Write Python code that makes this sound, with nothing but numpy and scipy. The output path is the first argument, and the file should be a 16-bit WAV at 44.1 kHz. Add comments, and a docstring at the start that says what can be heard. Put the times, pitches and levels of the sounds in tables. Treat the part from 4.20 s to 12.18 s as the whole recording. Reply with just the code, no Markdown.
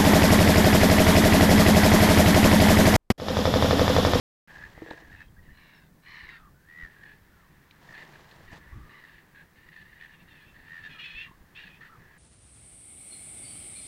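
"""Rattling rasps of gulls quarrelling far off across a lake, with sharp keks, hoarse honks, trills and
screams among them, and thin whistles from other waterbirds. The gulls' voices are shaky tones and
breath noise; a throat that opens and shuts in quick pulses gives the rattle. Close up, light wind
rumbles on the microphone of a hand-held camera, whose body is bumped and rubbed now and then.
Under it all lie a soft wash that swells twice with the rubbing, open air and the microphone's hiss."""
import sys
import numpy as np
from scipy import signal
from scipy.fft import rfft, irfft, next_fast_len
from scipy.io import wavfile
from scipy.ndimage import uniform_filter1d

SR = 44100
rng = np.random.default_rng(int(sys.argv[2]) if len(sys.argv) > 2 else 0)


def store_wav(level_fs):
    """Save 16-bit WAV to argv[1]."""
    pcm = np.round(np.clip(np.atleast_2d(level_fs), -1, 1) * 32767)
    wavfile.write(sys.argv[1], SR, pcm.T.astype(np.int16))


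N = 351918
CALL_SAMPLES = SR * 3 // 5   # room for one call
RATTLE_HZ = 81.2   # throat pulses in rasps and honks


def rasps():
    """Gulls rasping across the water: a pulsed voice with a ringing band near 1.8 kHz."""
    # The ringing band and the bright edge above it. Each row: centre in Hz, width in Hz, gain in dB.
    lower_resonances = [(1707, 203, 11.5), (1891, 310, 11), (1240, 390, -1)]
    upper_resonances = [(2413, 196, 13), (2803, 540, 9.3), (3870, 550, 4.1)]
    # Each row: start in seconds, length in seconds, level in dB, pitch in Hz, brightness in dB.
    calls = [(0.278, 0.09, -53, 850, -21), (0.387, 0.084, -49.5, 872, -21), (0.549, 0.1, -55.5, 940, -10),
             (0.659, 0.084, -49.5, 876, -7.5), (0.762, 0.14, -56, 878, -12), (0.925, 0.1, -57.5, 897, -19),
             (1.223, 0.13, -64, 919, -5), (1.371, 0.22, -62.5, 882, -0.5), (1.858, 0.065, -52, 1000, -12),
             (1.934, 0.13, -48, 944, -10.5), (2.086, 0.082, -51, 971, -5.5), (2.694, 0.047, -57, 885, -8),
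             (2.761, 0.14, -56, 865, -11), (2.854, 0.085, -54, 880, -7), (3.736, 0.088, -47.5, 915, -5),
             (3.932, 0.026, -54, 857, -3), (4.276, 0.071, -52, 908, -6), (4.41, 0.12, -58.5, 917, -22),
             (4.691, 0.13, -54.5, 936, -5.5), (4.846, 0.16, -57.5, 895, -3.5),
             (5.145, 0.071, -53.5, 850, -5), (5.356, 0.15, -60.5, 930, -3.5), (5.516, 0.036, -54, 913, -6),
             (5.571, 0.052, -51, 916, -7.5), (5.641, 0.3, -56.5, 910, -6.5), (5.989, 0.036, -63.5, 872, 5),
             (6.073, 0.17, -57.5, 900, -4), (6.34, 0.11, -56.5, 896, -8), (6.454, 0.34, -56, 892, -2.5),
             (6.882, 0.2, -54, 923, -5), (7.373, 0.11, -52.5, 888, -1.5), (7.605, 0.073, -54.5, 924, -6),
             (7.793, 0.17, -60.5, 884, -22)]
    usual_hz, edge_db = 892.6, -4
    out, t = np.zeros(N), np.arange(CALL_SAMPLES) / SR
    for start, length, db, hz, bright_db in calls:
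        pitch = hz * (1 + .01415 * drift(12, len(t)))
        voice = syrinx(pitch, jitter=.032, hoarse_db=3, harmonics=5)
        pulses = rattle(sharpness=2, leak=1, uneven_db=2.2, size=len(t))
        tuning = hz / usual_hz   # the bands move with the pitch
        core = evened(resonate(voice * pulses, np.multiply(lower_resonances, [tuning, 1, 1])))
        upper_tuning = tuning * (1 + .031 * rng.uniform(-1.34, 1))   # varies from call to call
        breathy = (voice + rng.standard_normal(len(t))) * (pulses + 1)
        edge = evened(resonate(breathy, np.multiply(upper_resonances, [upper_tuning, 1, 1])))
        envelope = swell(t, length, attack_s=.0023, release_s=.015, crest=.54, sag_db=.5)
        add(out, start, from_db(db) * envelope * (core + from_db(bright_db + edge_db) * edge))
    return out


def syrinx(pitch, jitter, hoarse_db, harmonics):
    """The bird's voice box: a shaky harmonic tone with turbulent noise."""
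    phase = cycles(pitch, jitter, 172)
    tone = rms_one(sum(np.sin(k * phase) for k in range(1, harmonics + 1)))
    return tone + from_db(hoarse_db) * rng.standard_normal(len(pitch))


def rattle(sharpness, leak, uneven_db, size):
    """The throat opens and shuts in quick, uneven pulses; some sound leaks through between them."""
    opening = (.5 + .5 * np.sin(cycles(np.full(size, RATTLE_HZ), .092, 24.4))) ** sharpness
    return evened((opening + leak) * from_db(uneven_db * drift(35, size)))


def keks():
    """Sharp keks: the throat snaps fully open and shut, once or a few times, on one strong partial."""
    # Each row: start in seconds, length in seconds, level in dB, pitch in Hz, snaps per second.
    calls = [(0.354, 0.019, -48, 1710, 76), (0.42, 0.042, -45.5, 1700, 77),
             (0.701, 0.035, -47.5, 1750, 103), (0.773, 0.013, -49.5, 1706, 67),
             (0.915, 0.04, -51.5, 1824, 98), (1.001, 0.028, -47.5, 1750, 86),
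             (2.087, 0.012, -45, 2020, 120), (2.828, 0.018, -48.5, 1810, 53),
             (3.683, 0.066, -50.5, 1830, 55), (4.835, 0.018, -49.5, 1870, 88),
             (5.483, 0.011, -51, 1850, 68), (5.557, 0.016, -48.5, 1800, 61), (5.807, 0.058, -49, 1810, 83),
             (7.603, 0.055, -52, 1850, 48)]
    out = np.zeros(N)
    for start, length, db, hz, snap_rate in calls:
        t = np.arange(int(length * SR)) / SR
        fringe = rms_one(resonate(rng.standard_normal(len(t)), [(1700, 1330, 10.5), (3220, 1400, -6)]))
        voice = rms_one(np.sin(cycles(np.full(len(t), hz), .02, 230))) + from_db(-9.5) * fringe
        opening = np.abs(np.sin(np.pi * snap_rate * t)) ** 3 * signal.windows.tukey(len(t), .1)
        add(out, start, from_db(db) * rms_one(voice * opening))
    return out


def screams():
    """Open-throated screams, strongest near the third harmonic: a wavering tone in a hoarse fringe."""
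    # Each row: start and length in seconds, level in dB, first pitch, last pitch and arch in Hz,
    # hoarseness in dB, tilt around 2700 Hz in dB per octave.
    calls = [(5.79, 0.063, -58.5, 970, 994, 18, 6, -2), (5.915, 0.05, -60.5, 980, 880, 20, 0, -5),
             (6.08, 0.053, -61, 940, 888, 7, -7, 29), (6.14, 0.087, -61.5, 918, 810, -10, -6, 2),
             (6.24, 0.077, -60.5, 790, 890, 40.5, -3, 5), (6.63, 0.04, -53, 900, 913, 12, -6, 32),
             (6.69, 0.077, -50.5, 865, 813, -3, -1, 6), (6.783, 0.036, -43.5, 923, 948, 8, -6, -10),
             (6.784, 0.059, -45.5, 825, 790, 10.5, -1, 9), (6.828, 0.051, -41, 830, 828, 27, -4.5, 4),
             (6.878, 0.074, -46, 835, 826, 10.5, -2, 10), (6.95, 0.0746, -40, 828, 916, 16, -11, -4),
             (6.995, 0.045, -44.5, 835, 805, 21.5, -5, -6), (7.028, 0.035, -48, 910, 914, 8, -4, -14),
             (7.348, 0.07, -46.5, 824, 940, 24, -2.5, 1), (7.41, 0.036, -55.5, 965, 910, 0.5, -2, 26),
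             (7.44, 0.13, -56, 875, 870, -39.5, 0, -14)]
    # The scream's colour. Each row: frequency in Hz, gain in dB.
    colour = [(900, -31), (1750, -2.5), (2600, 15.5), (2850, 15), (3350, 5.5), (3750, 0.5), (4300, -3),
              (4800, -25), (5300, -17), (6500, -36)]
    # Resonances of the breath noise. Each row: centre in Hz, width in Hz, gain in dB.
    breath_bands = [(1830, 410, -0.5), (2464, 350, 2.5), (3290, 460, -2), (4400, 1300, -21)]
    doubling_db = -10   # partial period doubling puts lines halfway between the harmonics

    def voice(pitch, hoarse_db, tilt_db):
        size = len(pitch)
        hz, db = np.transpose(colour)
        db = db + tilt_db * np.clip(np.log2(hz / 2700), -.2, .45)
        phase = cycles(pitch * (1 + .0094 * drift(22, size)), .006, 200)
        tone = 0
        for k in np.arange(2, 15) / 2:
            partial_db = np.interp(k * pitch, hz, db) + doubling_db * (k % 1 > 0)
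            tone += from_db(partial_db + 3 * drift(88, size)) * np.sin(k * phase)
        fringe = resonate(rng.standard_normal(size), breath_bands) * from_db(2.2 * drift(140, size))
        shudder = from_db(1.4 * drift(90, size))
        return evened(shudder * (evened(tone) + from_db(hoarse_db) * evened(fringe)))
    return glides(calls, voice, attack_s=.004, release_s=.016, crest=.55, sag_db=3.5)


def trill(pitch, rattle_hz=82.4, fringe_db=-12):
    """A trilling voice: one strong partial chopped by an even rattle, with a slight hoarse fringe."""
    fringe = rms_one(resonate(rng.standard_normal(len(pitch)), [(1530, 1500, 10), (3000, 1500, -9)]))
    voice = rms_one(np.sin(cycles(pitch, .0145, 153))) + from_db(fringe_db) * fringe
    opening = 1 + .75 * np.sin(cycles(np.full(len(pitch), rattle_hz), .04, 20))
    return voice * rms_one(opening)


def long_trill():
    """One trill drawn out over an arch of pitch and effort."""
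    # Each row: time in seconds, pitch in Hz, level in dB.
    contour = [(2.44, 1620, -79), (2.495, 1870, -52), (2.55, 1937, -52.5), (2.605, 1957, -44.5),
               (2.656, 1856, -43.5), (2.68, 1695, -56), (2.72, 1660, -75)]
    times, hz, db = np.transpose(contour)
    t = np.arange(N) / SR
    sounding = (t > times[0]) & (t < times[-1])
    return from_db(np.interp(t, times, db)) * sounding * trill(np.interp(t, times, hz))


def short_trills():
    """Two quick trills in among the screams, each swelling to a late crest."""
    # Each row: start and length in seconds, level in dB, first pitch, last pitch and arch in Hz.
    calls = [(6.47, 0.14, -45, 1790, 1763, 63.4), (6.625, 0.056, -43, 1780, 1724, 25.3)]
    return glides(calls, trill, attack_s=.0038, release_s=.045, crest=.74, sag_db=9.5)


def honks():
    """Nasal, hoarse honks, strong on the odd harmonics, with a shallow rattle."""
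    # Each row: start and length in seconds, level in dB, first pitch, last pitch and arch in Hz.
    calls = [(.89, 0.15, -60, 556, 553, 3.6), (1.32, .33, -58.5, 590, 530, 8.7),
             (1.82, .36, -51, 588.7, 521.2, 38), (4.68, 0.24, -63, 564, 545, 12)]
    # Throat resonances at the usual pitch. Each row: centre in Hz, width in Hz, gain in dB.
    throat = [(1050, 410, 4), (1700, 550, 8.5), (2140, 320, 6), (2770, 250, 2.5), (3910, 460, 1.5),
              (5130, 540, -10.5)]
    usual_hz, even_db, hoarse_db = 576.6, -6.5, 11

    def voice(pitch):
        size = len(pitch)
        phase = cycles(np.full(size, usual_hz), .014, 175)
        tone = rms_one(sum(from_db(even_db * (k % 2 == 0)) * np.sin(k * phase) for k in range(2, 11)))
        hoarse = tone + from_db(hoarse_db) * rng.standard_normal(size)
        pulses = rattle(sharpness=.68, leak=.65, uneven_db=1, size=size)
        steady = evened(resonate(hoarse * pulses, throat))
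        # Varying the speed bends pitch and throat together.
        return np.interp(np.cumsum(pitch / usual_hz), np.arange(size), steady)
    return glides(calls, voice, attack_s=.026, release_s=.027, crest=.34, sag_db=6.5)


def whistles():
    """Waterbirds farther out: faint, quavering glides, blurred by scattering over the water."""
    # Each row: start and length in seconds, level in dB, first pitch, last pitch and arch in Hz.
    calls = [(.96, 0.079, -65, 2570, 2590, 14), (.99, 0.094, -75, 3220, 3220, 19),
             (1.165, 0.028, -60.5, 1635, 1830, 12), (1.285, 0.022, -59, 1720, 1840, -3),
             (1.54, 0.041, -72, 5450, 5300, 30), (2.12, 0.16, -60.5, 1416, 1197, 13.5),
             (2.34, 0.097, -69.5, 1480, 1595, -27), (3.12, 0.14, -67.5, 1474, 1085, 69),
             (4.52, .26, -62.5, 1096, 1145, 90), (6.745, 0.054, -58.5, 1360, 1300, -11),
             (7.06, 0.064, -61, 1144, 1084, -18), (7.61, 0.051, -60.5, 1197, 1514, 11),
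             (7.69, 0.069, -57, 1227, 1230, 114)]
    quaver_hz, blur_hz, scatter_db = 40.5, 100, -4.5

    def voice(pitch):
        phase = cycles(pitch, quaver_hz / pitch, 160)
        scattered = sum(drift(blur_hz, len(pitch)) * wave(phase) for wave in (np.sin, np.cos))
        return evened(np.sin(phase) + from_db(scatter_db) * scattered)
    return glides(calls, voice, attack_s=.0014, release_s=.017, crest=.5, sag_db=-2)


def shore(calls, t60, wet_db):
    """Reeds and banks scatter a thin tail behind the calls."""
    t = np.arange(SR) / SR
    tail = rng.standard_normal(SR) * from_db(-60 * t / t60) * (t > .012)
    return calls + from_db(wet_db) * signal.fftconvolve(calls, tail / np.linalg.norm(tail))[:N]


def bumps():
    """Right at the microphone, each bump rings the camera body, most near the pitch it favours."""
    # Each row: start in seconds, peak in dB, most excited frequency in Hz.
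    contacts = [(0.578, -35, 735), (0.6198, -30, 353), (0.662, -38, 450), (0.686, -37.5, 482),
                (0.711, -27, 820), (0.734, -40, 420), (0.821, -46, 380), (4.207, -43.5, 515),
                (4.331, -40, 540)]
    # Modes of the body. Each row: frequency in Hz, relative level in dB, seconds to fall by 60 dB.
    modes = [(311, -24, 0.82), (321, 2.5, 0.098), (457, 4.5, 0.041), (498, -20, 0.55), (664, -25, 0.76),
             (603, 19, 0.0033), (920, 1, 0.024), (1830, -21, 0.021)]
    out, t = np.zeros(N), np.arange(SR // 3) / SR
    for start, db, contact_hz in contacts:
        ring = 0
        for k, (hz, mode_db, t60) in enumerate(modes):
            coupling = (-1) ** k / np.hypot(1, 2.46 * (hz / contact_hz - contact_hz / hz))
            ring += coupling * from_db(mode_db - 60 * t / t60) * np.sin(2 * np.pi * hz * t)
        add(out, start, from_db(db) * ring / np.abs(ring).max())
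    return out


def handling(tick_t60):
    """The hand rubs grainily on the camera, and the casing gives dry ticks."""
    # Each row: start in seconds, length in seconds, level in dB.
    strokes = [(.28, 0.27, -56), (.55, 0.26, -57.5), (.7, 0.028, -53.5), (.76, 0.284, -63),
               (3.6, 0.67, -57), (4.305, 0.073, -48)]
    # Each row: start in seconds, level in dB.
    ticks = [(0.708, -43.5), (3.51, -48.5), (4.113, -49), (4.331, -54)]
    # Colours of rub and tick. Each row: frequency in Hz, relative level in dB.
    rub_colour = [(59, -15), (100, -20), (151, 10.5), (200, -4.5), (400, -5.5), (914, 0.5), (1470, -12.5),
                  (1810, -3.5), (2220, -13), (3500, -12), (7500, -22.5), (10000, -34), (14000, -54)]
    tick_colour = [(1000, -33), (2300, 13.5), (3000, 2), (4000, 14.5), (5000, -5), (8000, -20),
                   (15000, -50)]
    t = np.arange(N) / SR
    rub_gain = swells(strokes, attack_s=.018, release_s=.0096, crest=.11, sag_db=4)
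    grain = from_db(2.5 * drift(81))
    tick_gain = sum((t > start) * from_db(db - 60 * np.clip((t - start) / tick_t60, 0, 2))
                    for start, db in ticks)
    return rub_gain * grain * noise(rub_colour) + tick_gain * noise(tick_colour)


def wind_thumps(decay_cycles=.79):
    """Lumps of air hit the microphone, each one heavily damped swing."""
    # Each row: start in seconds, level in dB before damping, pitch in Hz.
    buffets = [(2.63, -38.5, 42), (4.328, -35, 130), (4.525, -33, 60), (6.946, -43, 36.8),
               (7.094, -45.5, 120), (7.112, -44, 224), (7.206, -45, 42)]
    out, t = np.zeros(N), np.arange(SR // 4) / SR
    for start, db, hz in buffets:
        phase = 2 * np.pi * hz * t
        envelope = np.tanh(phase) * np.exp(-(hz * t / decay_cycles) ** 2)
        add(out, start, from_db(db) * envelope * np.sin(phase))
    return out


def wind():
    """Gusts over a light breeze rumble on the microphone, with quick lumps inside them."""
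    # Each row: start in seconds, length in seconds, level in dB.
    gusts = [(.3, 0.37, -53), (.81, 0.14, -50.5), (.97, 0.21, -54), (1.17, 0.23, -51), (1.92, 0.4, -59.5),
             (2.625, 0.035, -45.5), (4.17, 0.4, -53), (4.53, 0.13, -47), (6.95, 0.34, -60)]
    # The rumble's colour. Each row: frequency in Hz, relative level in dB.
    colour = [(8.8, -45), (15, -4.5), (80, -5.5), (91, -4.5), (130, -14), (373, -24), (500, -63),
              (650, -67), (1100, -120)]
    breeze_gain = from_db(-65.5 - .5 * drift(4.4))
    gust_gain = swells(gusts, attack_s=.0051, release_s=.022, crest=.19, sag_db=2.5)
    rumble = evened(noise(colour))
    lumps = from_db(4 * drift(15))
    return np.hypot(breeze_gain, gust_gain) * rms_one(rumble * lumps)


def air_and_wash():
    """Open air, and a soft background wash that swells twice with rubbing close to the microphone."""
    # The course of the wash. 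Each row: time in seconds, level in dB.
    wash_levels = [(.45, -58), (.98, -65.5), (1.1, -70), (1.5, -66), (1.72, -71.5), (2.05, -61),
                   (2.35, -70.5), (2.65, -62), (3.05, -64.5), (3.5, -62.5), (3.8, -57), (4.8, -60),
                   (5.3, -65), (6.95, -61), (7.18, -65.5), (7.4, -61), (7.98, -61.5)]
    # Colours of air and wash. Each row: frequency in Hz, relative level in dB.
    air_colour = [(20, -1), (48, -7), (110, -4.5), (156, 4.5), (215, -4), (400, -12.5), (950, -18.5),
                  (1780, -31.5), (4000, -45)]
    wash_colour = [(150, -20), (350, -1), (650, -10), (950, -2), (1400, -5), (1780, 3), (2300, -8.5),
                   (4000, -16), (8000, -29)]
    air = from_db(-61.5 + 2 * drift(8.4)) * noise(air_colour)
    wash_db = np.interp(np.arange(N) / SR, *np.transpose(wash_levels))
    return air + from_db(wash_db) * noise(wash_colour)


def hiss():
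    """The microphone's own steady hiss."""
    # Each row: frequency in Hz, relative level in dB.
    colour = [(1500, -18), (4000, -1), (7000, -3), (10000, -4), (13000, -1.5), (15500, 1)]
    return from_db(-69.5) * noise(colour)


def glides(calls, voice, **shape):
    """Each call slides from its first pitch to its last along an arch; calls may overlap."""
    out, t = np.zeros(N), np.arange(CALL_SAMPLES) / SR
    for start, length, db, first_hz, last_hz, arch_hz, *quality in calls:
        progress = np.minimum(t / length, 1.2)   # the glide runs on into the release
        pitch = first_hz + (last_hz - first_hz) * progress + arch_hz * (1 - (2 * progress - 1) ** 2)
        add(out, start, from_db(db) * swell(t, length, **shape) * voice(pitch, *quality))
    return out


def swell(t, length, attack_s, release_s, crest, sag_db):
    """Attack, a hold that arches to its crest (a share of the length) and sags again, release."""
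    t = np.maximum(t, 0)
    from_crest = np.interp(t / length, [0, crest, 1], [1, 0, 1])
    attack = 1 - np.exp(-t / attack_s)
    release = np.exp(-np.maximum(t - length, 0) / release_s)
    return attack * from_db(-sag_db * from_crest ** 2) * release


def swells(rows, **shape):
    """The gain through time of a table of gusts or strokes."""
    t = np.arange(N) / SR
    return sum(from_db(db) * swell(t - start, length, **shape) for start, length, db in rows)


def cycles(hz, jitter, jitter_hz):
    """Running phase of an unsteady oscillator, in radians."""
    return 2 * np.pi * np.cumsum(hz * (1 + jitter * drift(jitter_hz, len(hz)))) / SR


def drift(rate_hz, size=N):
    """Smooth random wander with a spread of about 1."""
    r, run_in = np.exp(-2 * np.pi * rate_hz / SR), SR // 4
    return rms_one(signal.lfilter([1], [1, -2 * r, r * r], rng.standard_normal(size + run_in)))[run_in:]


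def noise(colour):
    """Noise of a given colour, at rms 1."""
    size = next_fast_len(N + 4096)
    hz, db = np.transpose(colour)
    bin_hz = np.arange(size // 2 + 1) * SR / size
    gain = from_db(np.interp(np.log(bin_hz + 1), np.log(hz), db))
    return rms_one(irfft(rfft(rng.standard_normal(N), size) * gain, size)[:N])


def resonate(x, resonances):
    """Parallel resonances (centre Hz, width Hz, gain dB), each applied twice for steep skirts."""
    out = 0
    for hz, width, db in resonances:
        r = np.exp(-np.pi * width / SR)
        b = (1 - r * r) / 2 * np.array([1, 0, -1])
        a = [1, -2 * r * np.cos(2 * np.pi * hz / SR), r * r]
        out += from_db(db) * signal.lfilter(b, a, signal.lfilter(b, a, x))
    return out


def evened(x):
    """Hold the rms at 1 over about 50 ms, a few throat pulses."""
    return x / np.sqrt(np.abs(uniform_filter1d(x * x, size=2200)) + 1e-18)


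def rms_one(x):
    """Scale to rms 1."""
    return x / np.sqrt(np.mean(x ** 2) + 1e-20)


def from_db(db):
    """Decibels to gain."""
    return 10 ** (np.asarray(db) / 20)


def add(out, start, sound):
    """Mix a sound in at a start time in seconds."""
    part = out[int(start * SR):][:len(sound)]
    part += sound[:len(part)]


def scene():
    """Birds far across the water, handling and wind close by, on one microphone."""
    calls = rasps() + keks() + long_trill() + screams() + short_trills() + whistles() + honks()
    birds = shore(calls, t60=.2, wet_db=-18)
    close_by = bumps() + handling(tick_t60=.023) + wind_thumps() + wind()
    return (birds + close_by + air_and_wash() + hiss())[None]


def record(dry):
    """The microphone opens after a moment; the top treble is cut steeply."""
    opens_s, cutoff_hz = .275, 15800
    live = np.arange(N) / SR >= opens_s
    return signal.sosfilt(signal.ellip(12, .1, 70, cutoff_hz, fs=SR, output="sos"), dry * live)


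dry = scene()
out = record(dry)
store_wav(out)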